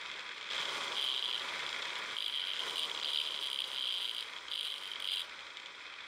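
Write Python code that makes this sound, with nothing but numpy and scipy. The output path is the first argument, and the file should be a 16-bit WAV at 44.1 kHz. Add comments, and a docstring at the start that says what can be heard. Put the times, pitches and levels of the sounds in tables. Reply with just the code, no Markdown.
"""A bench grinder coasts in a workshop, its housing rumbling while a loose part ticks on the wheel guard.
At 0.5 s a burst of power spins the wheel up; from 0.95 s a small steel screw, held in pliers, is pressed on.
High spots of the rim bite once a turn, each ringing pliers and screw; fine grit scrapes between the bites.
A second burst comes at 2.5 s, with bites until 5.2 s; then the wheel coasts on, slower and quieter.
Noise is shaped by spectra and resonances; bites and ticks are short pushes that ring resonant bodies."""
import sys
import numpy as np
from scipy import signal
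from scipy.fft import rfft, irfft, next_fast_len
from scipy.io import wavfile
from scipy.ndimage import uniform_filter1d, minimum_filter1d, map_coordinates

SR = 44100
rng = np.random.default_rng(int(sys.argv[2]) if len(sys.argv) > 2 else 0)


def unload_audio(sound):
    """Save the sound as a 16-bit wav file, at the path given as the first command line argument."""
    columns = np.transpose(np.atleast_2d(sound))
    # keep every value between -1 and 1, then stretch to whole-number steps
    steps = np.round(np.clip(columns, -1, 1) * 32767)
    wavfile.write(sys.argv[1], SR, steps.astype(np.int16))


def makeup_ratio(level_db):
    """Linear amplitude ratio for a level in decibels (20 dB per factor of ten)."""
    decades = np.asarray(level_db, float) / 20
    return 10 ** decades


N = 267687

# Wheel speed: two bursts of power, coasting after each. Each row: time in seconds, turn period in ms.
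TURN_MS = [(0, 24), (.49, 26.5), (.52, 11.5), (.95, 14), (1.4, 16.6), (2.15, 18.6), (2.53, 22.2),
           (2.56, 11.7), (3.2, 13.3), (3.6, 14.9), (4.2, 17.2), (4.55, 18.8), (5.2, 22.6), (6.07, 28)]
# Shaking of the machine and rush of the wheel through the air.
# Each row: time in seconds, growl level in dB at the usual speed, rush level in dB.
SHAKE_DB = [(0, -52, -44.5), (.49, -54, -47), (.52, -45.5, -38), (.7, -44.5, -41.5), (.93, -44, -41.5),
            (1.2, -48.5, -46), (1.55, -46.5, -40.5), (2.12, -48.5, -41.5), (2.2, -52.5, -47),
            (2.5, -52, -44.5), (2.56, -52, -43.5), (2.66, -46, -43.5), (2.8, -46.5, -45.5),
            (2.97, -46.5, -44.5), (3.3, -50.5, -47.5), (3.9, -53, -49), (4.35, -55, -48.5),
            (4.75, -55.5, -50.5), (4.97, -53.5, -46.5), (5.5, -56, -50), (6.07, -58, -49.5)]
# Spectrum of the grains. Each row: frequency in Hz, relative level in dB.
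SIZZLE_SPECTRUM = [(4000, -30), (6000, -5), (9000, 6.5), (12000, -1), (14500, -8.5), (15700, -11)]
# Resonances of the pliers. Each row: frequency in Hz, width in Hz, relative level in dB.
PLIERS_MODES = [(2340, 190, -12), (2873, 400, -3), (3132, 236, 8.5), (3372, 369, 3), (3928, 227, -3),
                (4778, 94, -8)]
# Resonances of the screw. Each row: frequency in Hz, width in Hz, relative level in dB.
SCREW_MODES = [(7100, 300, 2), (8630, 280, 5), (9370, 300, 13), (10500, 460, -5), (11900, 320, -9),
               (13600, 640, -3), (15000, 900, -11)]


def unit(x):
    """Scales to rms 1."""
    return x / np.sqrt(np.mean(x ** 2) + 1e-20)


def along(points, hz):
    """Interpolates (Hz, value) points on a log frequency axis."""
    f, v = np.transpose(points)
    return np.interp(np.log(hz + 1), np.log(f + 1), v)


def curves(rows):
    """One value per sample for each column after the time."""
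    s, *cols = np.transpose(rows)
    return [np.interp(np.arange(N) / SR, s, c) for c in cols]


def wobble(knots_per_s):
    """A smooth random curve."""
    knots = rng.standard_normal(int(N * knots_per_s / SR) + 4)
    return map_coordinates(knots, [np.arange(N) * knots_per_s / SR])


def filtered(x, response):
    """Multiplies the spectrum of x by a response of frequency in Hz."""
    m = next_fast_len(N + SR // 2)
    return irfft(rfft(x, m) * response(np.fft.rfftfreq(m, 1 / SR)), m)[..., :N]


def modes(table):
    """Causal response of a set of resonances, with alternating signs."""
    def response(f):
        total = 0
        for k, (hz, width_hz, db) in enumerate(table):
            damping = 1j * f * width_hz
            total = total + (-1) ** k * makeup_ratio(db) * damping / (hz * hz - f * f + damping)
        return total
    return response


def grit(spread_db, knots_per_s):
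    """Noise of rms 1 whose strength wanders from grain to grain."""
    return unit(rng.standard_normal(N) * makeup_ratio(spread_db * wobble(knots_per_s)))


def housing():
    """Bearings and wheel shake the housing: uneven noise lifted at panel resonances, over a motor hum."""
    # Housing panel resonances. Each row: frequency in Hz, width in Hz.
    panel_modes = [(552, 59), (629, 12), (806, 19), (980, 51), (1170, 84), (1430, 95), (1535, 17),
                   (1667, 57), (2110, 27), (2268, 34), (2480, 18), (3880, 24), (5100, 280), (6150, 340),
                   (7300, 410), (8370, 60), (8700, 70)]
    # Noise spectra. Each row: frequency in Hz, relative level in dB.
    growl_spectrum = [(15, -77), (25, -52), (57, -35), (128, -20), (173, -15.5), (214, -16.5), (376, -7),
                      (429, -5.5), (559, -8), (753, -11.5), (981, -2.5), (1300, -7), (1690, -33),
                      (2860, -120)]
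    rush_spectrum = [(740, -22.5), (1250, -6.5), (1480, -3), (1650, -5.5), (2070, 0), (2550, -1),
                     (2850, -14), (3260, 1), (4170, -11), (4500, -14.5), (5850, -24), (9900, -120)]
    hiss_spectrum = [(2350, -33.5), (4000, -2.5), (4580, -5), (5200, -5.5), (6630, -12), (7220, -12),
                     (9020, -16.5), (10600, -29.5), (15600, -44)]
    usual_turn_ms, usual_growl_db = 12.2, -49
    hum_hz, hum_db = 61.6, -84

    growl_db, rush_db = curves(SHAKE_DB)
    hiss_db = -53 + 0.89 * (growl_db - usual_growl_db)
    speed_db = 20 * np.log10(usual_turn_ms / curves(TURN_MS)[0])
    growl_db = growl_db + 0.38 * speed_db
    hiss_db = hiss_db + 0.63 * speed_db

    def panels(f):
        return 1 + 0.67 * sum(1 / (1 + (2 * (f - hz) / width_hz) ** 2) for hz, width_hz in panel_modes)

    def shaken(spectrum, push):
        return unit(filtered(push, lambda f: makeup_ratio(along(spectrum, f)) * panels(f)))

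    growl = makeup_ratio(growl_db) * shaken(growl_spectrum, grit(0.89, 120))
    rush = makeup_ratio(rush_db) * shaken(rush_spectrum, grit(1.9, 200))
    hiss = makeup_ratio(hiss_db) * shaken(hiss_spectrum, grit(1.3, 200))
    # a narrow noise band, so the hum wavers
    hum = unit(filtered(rng.standard_normal(N), lambda f: 1 / (1 + ((f - hum_hz) / 7) ** 4)))
    top_hiss = unit(filtered(rng.standard_normal(N), lambda f: 1 / (1 + ((f - 15300) / 450) ** 2)))
    return growl + rush + hiss + makeup_ratio(hum_db) * hum + makeup_ratio(hiss_db - 26.0) * top_hiss


def scrape():
    """Between strong bites the screw skips lightly on the rim, and grains of the wheel sizzle across it."""
    # How hard the screw is pressed on. Each row: time in seconds, press in dB (sizzle rms 6 dB above it).
    press = [(0.0, -86), (0.47, -97), (0.57, -69.5), (0.94, -73), (0.98, -62), (1.5, -73), (2.08, -77),
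             (2.25, -63.5), (2.32, -68), (2.65, -70), (2.79, -63), (2.96, -78), (3.13, -60.5), (3.36, -68),
             (3.52, -67.5), (3.62, -65), (3.63, -69), (4.07, -63.5), (4.46, -86.5), (4.51, -70.5),
             (4.68, -63), (4.78, -71), (4.92, -70), (4.99, -89), (5.0, -74), (5.14, -56.5), (5.22, -64.5),
             (5.29, -90), (6.04, -100), (6.07, -88)]
    firm_press_db, firm_ring_db, ring_db_per_db = -66, -43, 1.2
    skips_per_turn = 2  # nominal

    press_db, = curves(press)
    ring_db = firm_ring_db + ring_db_per_db * (press_db - firm_press_db)
    skips_per_ms = skips_per_turn / curves(TURN_MS)[0] * makeup_ratio(.4 * wobble(9))
    skip_count = np.cumsum(skips_per_ms) * (1000 / SR)
    skips = unit((0.1 + np.exp(-3.5 * (skip_count % 1))) * makeup_ratio(2.8 * wobble(90)))
    ring = unit(filtered(skips * rng.standard_normal(N), modes(PLIERS_MODES)))

    def grains(f):
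        return makeup_ratio(along(SIZZLE_SPECTRUM, f)) + 0.45 * abs(modes(SCREW_MODES)(f))

    sizzle = unit(filtered(skips * grit(1.1, 700), grains))
    return makeup_ratio(ring_db) * ring + makeup_ratio(press_db + 6.0) * sizzle


def blows(s, db, contact_s, body, drag):
    """A sharp touch, then grains dragging during contact; each blow rings the body to its peak level."""
    t = np.arange(1024) / SR
    touching = t < np.reshape(contact_s, (-1, 1))
    push = drag * rng.standard_normal((len(s), len(t))) * touching * np.clip(t / 0.0011, 0, 1)
    push[:, 0] += 1
    ring = irfft(rfft(push) * body(np.fft.rfftfreq(len(t), 1 / SR)), len(t))
    ring *= (makeup_ratio(db) / abs(ring).max(axis=1))[:, None]
    where = np.round(s * SR).astype(int)[:, None] + np.arange(len(t))
    return np.bincount(where.ravel(), ring.ravel(), N + SR)[:N]


def rattle():
    """Something loose ticks against the wheel guard; the contact is soft, so the top is dull."""
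    # Loudest ticks. Each row: time in seconds, level in dB (peak 0.6 dB above it).
    loud_ticks = [(.0605, -34), (0.1148, -33), (0.1938, -31.5), (.2067, -35), (.38, -35), (.4117, -34),
                  (0.4276, -36), (.4559, -37), (.489, -35), (0.504, -30), (0.511, -27), (0.565, -25),
                  (0.5803, -24), (.5969, -27), (0.614, -26), (0.6547, -26), (.6896, -33), (.8443, -34),
                  (.8799, -28), (1.4176, -30), (1.664, -25.5), (1.691, -30), (1.7285, -25.5),
                  (1.8254, -27.5), (1.854, -28), (1.8945, -33), (1.9556, -28.5), (4.335, -36),
                  (4.3644, -34), (4.3853, -33), (4.483, -33), (5.2955, -38), (5.3918, -38), (5.4675, -36),
                  (5.5037, -39), (5.5705, -29.5), (5.599, -38), (5.6596, -33), (5.9393, -38)]
    # Ring of the loose part. Each row: frequency in Hz, width in Hz, relative level in dB.
    guard_modes = [(2180, 810, -12), (3220, 150, -2.5), (3280, 340, 10), (4140, 660, -13), (6500, 470, -17),
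                   (7600, 520, -8.5)]
    # The motor pulls and the loose part buzzes. Each row: start in seconds, length in seconds, mean level in dB.
    pulls = [(0.502, .17, -32.5), (2.535, 0.09, -33)]
    faint_count, faint_over_growl_db, faint_spread_db = 130, 14, 2
    buzz_per_s = 170

    faint_s = rng.random(faint_count) * (N - 1) / SR
    growl_db = np.interp(faint_s, *np.transpose(SHAKE_DB)[:2])
    faint_db = growl_db + faint_over_growl_db + faint_spread_db * rng.standard_normal(faint_count)
    buzz = [(t, db) for s, length, db in pulls for t in np.arange(s, s + length, 1 / buzz_per_s)]
    buzz = np.transpose(buzz)
    # scatter: 1.5 ms in time, 3 dB in level
    buzz = buzz + [[.0015], [3]] * rng.standard_normal((buzz.shape[1], 2)).T
    s, db = np.hstack([np.transpose(loud_ticks), [faint_s, faint_db], buzz])

    def dull(f):
        return modes(guard_modes)(f) / (1 + 1j * f / 8000) ** 4

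    return blows(s, db + .6, .0018, dull, drag=.2)


def shop(x):
    """The walls answer with a diffuse tail; each frequency dies at its own speed."""
    # Decay of the room. Each row: frequency in Hz, t60 in seconds.
    decay = [(300, 0.16), (3000, 0.28), (12000, 0.29)]
    hz, t, z = signal.stft(rng.standard_normal(SR // 3), SR, nperseg=256)
    fade = makeup_ratio(-60 * t / along(decay, hz)[:, None])
    tail = signal.istft(z * fade, SR, nperseg=256)[1]
    delayed = np.pad(x, (200, 0))  # samples
    return signal.fftconvolve(delayed, tail / np.linalg.norm(tail))[:N]


def bites():
    """Times and strengths of the bites: one for every turn of the wheel that a high spot lasts."""
    # High spots of the rim. Each row: first bite in seconds, last bite in seconds, nominal level in dB,
    # nominal ring in ms, nominal brightness in dB.
    spots = [(0.9543, .9545, -24, 1.6, 0), (0.967, 1.041, -19.5, 2.5, 2.5), (0.9748, 1.0358, -26, 3.1, 1),
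             (1.0306, 1.061, -24, 2.8, -2), (1.065, 1.065, -24, 3.7, -2), (1.0702, 1.1927, -21, 2.75, -5),
             (1.077, 1.202, -24, 2.5, -5), (1.2245, 1.2562, -19.5, 2.1, -8), (1.2873, 1.3024, -25.5, 3, -8),
             (1.2294, 1.394, -24.5, 3.7, -2.5), (1.334, 1.3528, -21, 2.4, -7),
             (2.1661, 2.2233, -19.5, 2.4, 0), (2.2414, 2.2786, -21, 5.2, 4), (2.296, 2.296, -25, 3.4, 0),
             (2.3244, 2.366, -25, 1.4, -13), (2.338, 2.4255, -26, 3.4, -6), (2.352, 2.4376, -24.5, 3.7, -1),
             (2.4496, 2.5345, -25, 2.7, -2), (2.4813, 2.5214, -26, 2.5, -4),
             (2.5923, 2.6025, -21.5, 2.6, 6), (2.6183, 2.6348, -26, 2.2, 1), (2.684, 2.7084, -25, 2, 7.5),
             (2.758, 2.7926, -22, 3.2, 11), (2.7771, 2.8509, -25, 2.8, 5), (2.8073, 2.8565, -22.5, 2.4, 4),
             (2.8969, 2.9143, -24.5, 2.5, 4), (2.948, 2.9873, -29.5, 3.3, -1),
             (3.0134, 3.0269, -26.5, 2.3, -2), (3.0322, 3.0969, -23, 2.8, -5), (3.051, 3.1166, -26, 2, 3),
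             (3.1223, 3.1235, -24, 2.7, 1), (3.1315, 3.2124, -18.5, 5.1, 2), (3.225, 3.278, -24.5, 2.4, -5),
             (3.2602, 3.2857, -24.5, 2.25, 0), (3.3067, 3.3894, -26.5, 0.93, -14),
             (3.341, 3.342, -23.5, 3.7, -7), (3.412, 3.4846, -25.5, 3.2, 2.5), (3.4324, 3.4757, -27, 2, 4),
             (3.4365, 3.4367, -25, 2.4, 0), (3.5, 3.5735, -23, 2.5, 8), (3.588, 3.6183, -19, 3, 5),
             (3.64, 3.641, -21.5, 4.7, -3), (3.7154, 3.7763, -25.5, 2, -1), (3.768, 3.8136, -27.5, 2.3, 3),
             (3.7926, 3.9023, -23.5, 2.7, -5.5), (3.829, 3.9395, -23, 1.9, 0),
             (3.9133, 3.9781, -26, 1.8, 1), (3.9564, 4.055, -28, 1.4, -1), (3.9669, 4.034, -27, 1.9, 0),
             (4.011, 4.0766, -25, 1.6, 1), (4.0936, 4.1115, -22, 2.8, 1), (4.1477, 4.198, -26, 2.2, 4),
             (4.1898, 4.2244, -26, 2.5, 5), (4.5143, 4.552, -25, 4.7, 5), (4.521, 4.6144, -23, 2.1, 0),
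             (4.5708, 4.668, -24.5, 2.1, 6), (4.633, 4.6917, -30, 1.8, 8), (4.6615, 4.7804, -30, 1.9, 5),
             (4.835, 4.876, -30.5, 2.3, 1), (4.915, 4.957, -30, 1.8, -1), (5.0018, 5.0657, -26.5, 2, 8),
             (5.053, 5.1385, -22, 2.8, 1), (5.087, 5.132, -21, 1.45, -6), (5.147, 5.2155, -26.5, 3.6, 1.5),
             (5.1568, 5.199, -27.5, 5.1, 4)]
    swell_db = 1.5  # how much weaker a spot starts and ends
    slip_s, level_spread_db, ring_spread, bright_spread_db = .0003, 1.3, .15, 3

    clock = np.arange(N) / SR
    turns = np.cumsum(1 / curves(TURN_MS)[0]) * (1000 / SR)
    rows = []
    for first, last, db, *rest in spots:
        a, b = np.interp([first, last], clock, turns)
        times = np.interp(np.linspace(a, b, round(b - a) + 1), turns, clock)
        edge = np.linspace(-1, 1, len(times)) ** 2
        rows += [(s, db - swell_db * e, *rest) for s, e in zip(times, edge)]
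    s, db, ring_ms, bright_db = np.transpose(rows)
    chance = rng.standard_normal((len(s), 4)).T
    s = s + slip_s * chance[0]
    db = db + level_spread_db * chance[1]
    ring_ms = ring_ms * np.exp(ring_spread * chance[2])
    return s, db, ring_ms, bright_db + bright_spread_db * chance[3]


def chatter():
    """Each bite rings the pliers; its torn grains ring the screw and spit a crackle."""
    s, db, ring_ms, bright_db = bites()
    contact_s = np.clip(ring_ms - 1.4, 0, 8) / 1000  # the steel rings on a little after the touch ends

    def torn(f):
        lag = np.exp(-1j * f * 0.0012)  # crackle lags slightly
        return modes(SCREW_MODES)(f) + 0.59 * makeup_ratio(along(SIZZLE_SPECTRUM, f)) * lag

    pliers = blows(s, db + .6, contact_s, modes(PLIERS_MODES), drag=.2)
    screw = blows(s, db + bright_db - 22.5, contact_s + .0006, torn, drag=0.6)
    return pliers + screw


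def scene():
    """Machine and contact, close to one microphone, with the room's answer to the hits."""
    machine = housing() + scrape()
    hits = rattle() + chatter()
    return (machine + hits + makeup_ratio(-10.5) * shop(hits))[None]


def roll_off(x):
    """The treble ends steeply here."""
    return signal.sosfilt(signal.butter(12, 21300, fs=SR, output="sos"), x)


def record(dry):
    """Gain control turns loud passages down, then a band-pass keeps only its band."""
    knee_db, squeeze_db_per_db = -36.5, 0.44
    hold = round(0.029 * SR)  # centred window: look-ahead and hold
    low_hz, top_hz = 42, 15720
    power = uniform_filter1d(dry ** 2, size=SR // 200)
    crest = -minimum_filter1d(-abs(power), size=hold)
    over_knee = abs(uniform_filter1d(crest, size=hold)) / makeup_ratio(knee_db) ** 2
    steadied = dry * (1 + over_knee ** 2) ** (-squeeze_db_per_db / 4)
    mix = filtered(steadied, lambda f: (f > low_hz) * (f < top_hz))
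    return roll_off(mix)


dry = scene()
out = record(dry)
unload_audio(out)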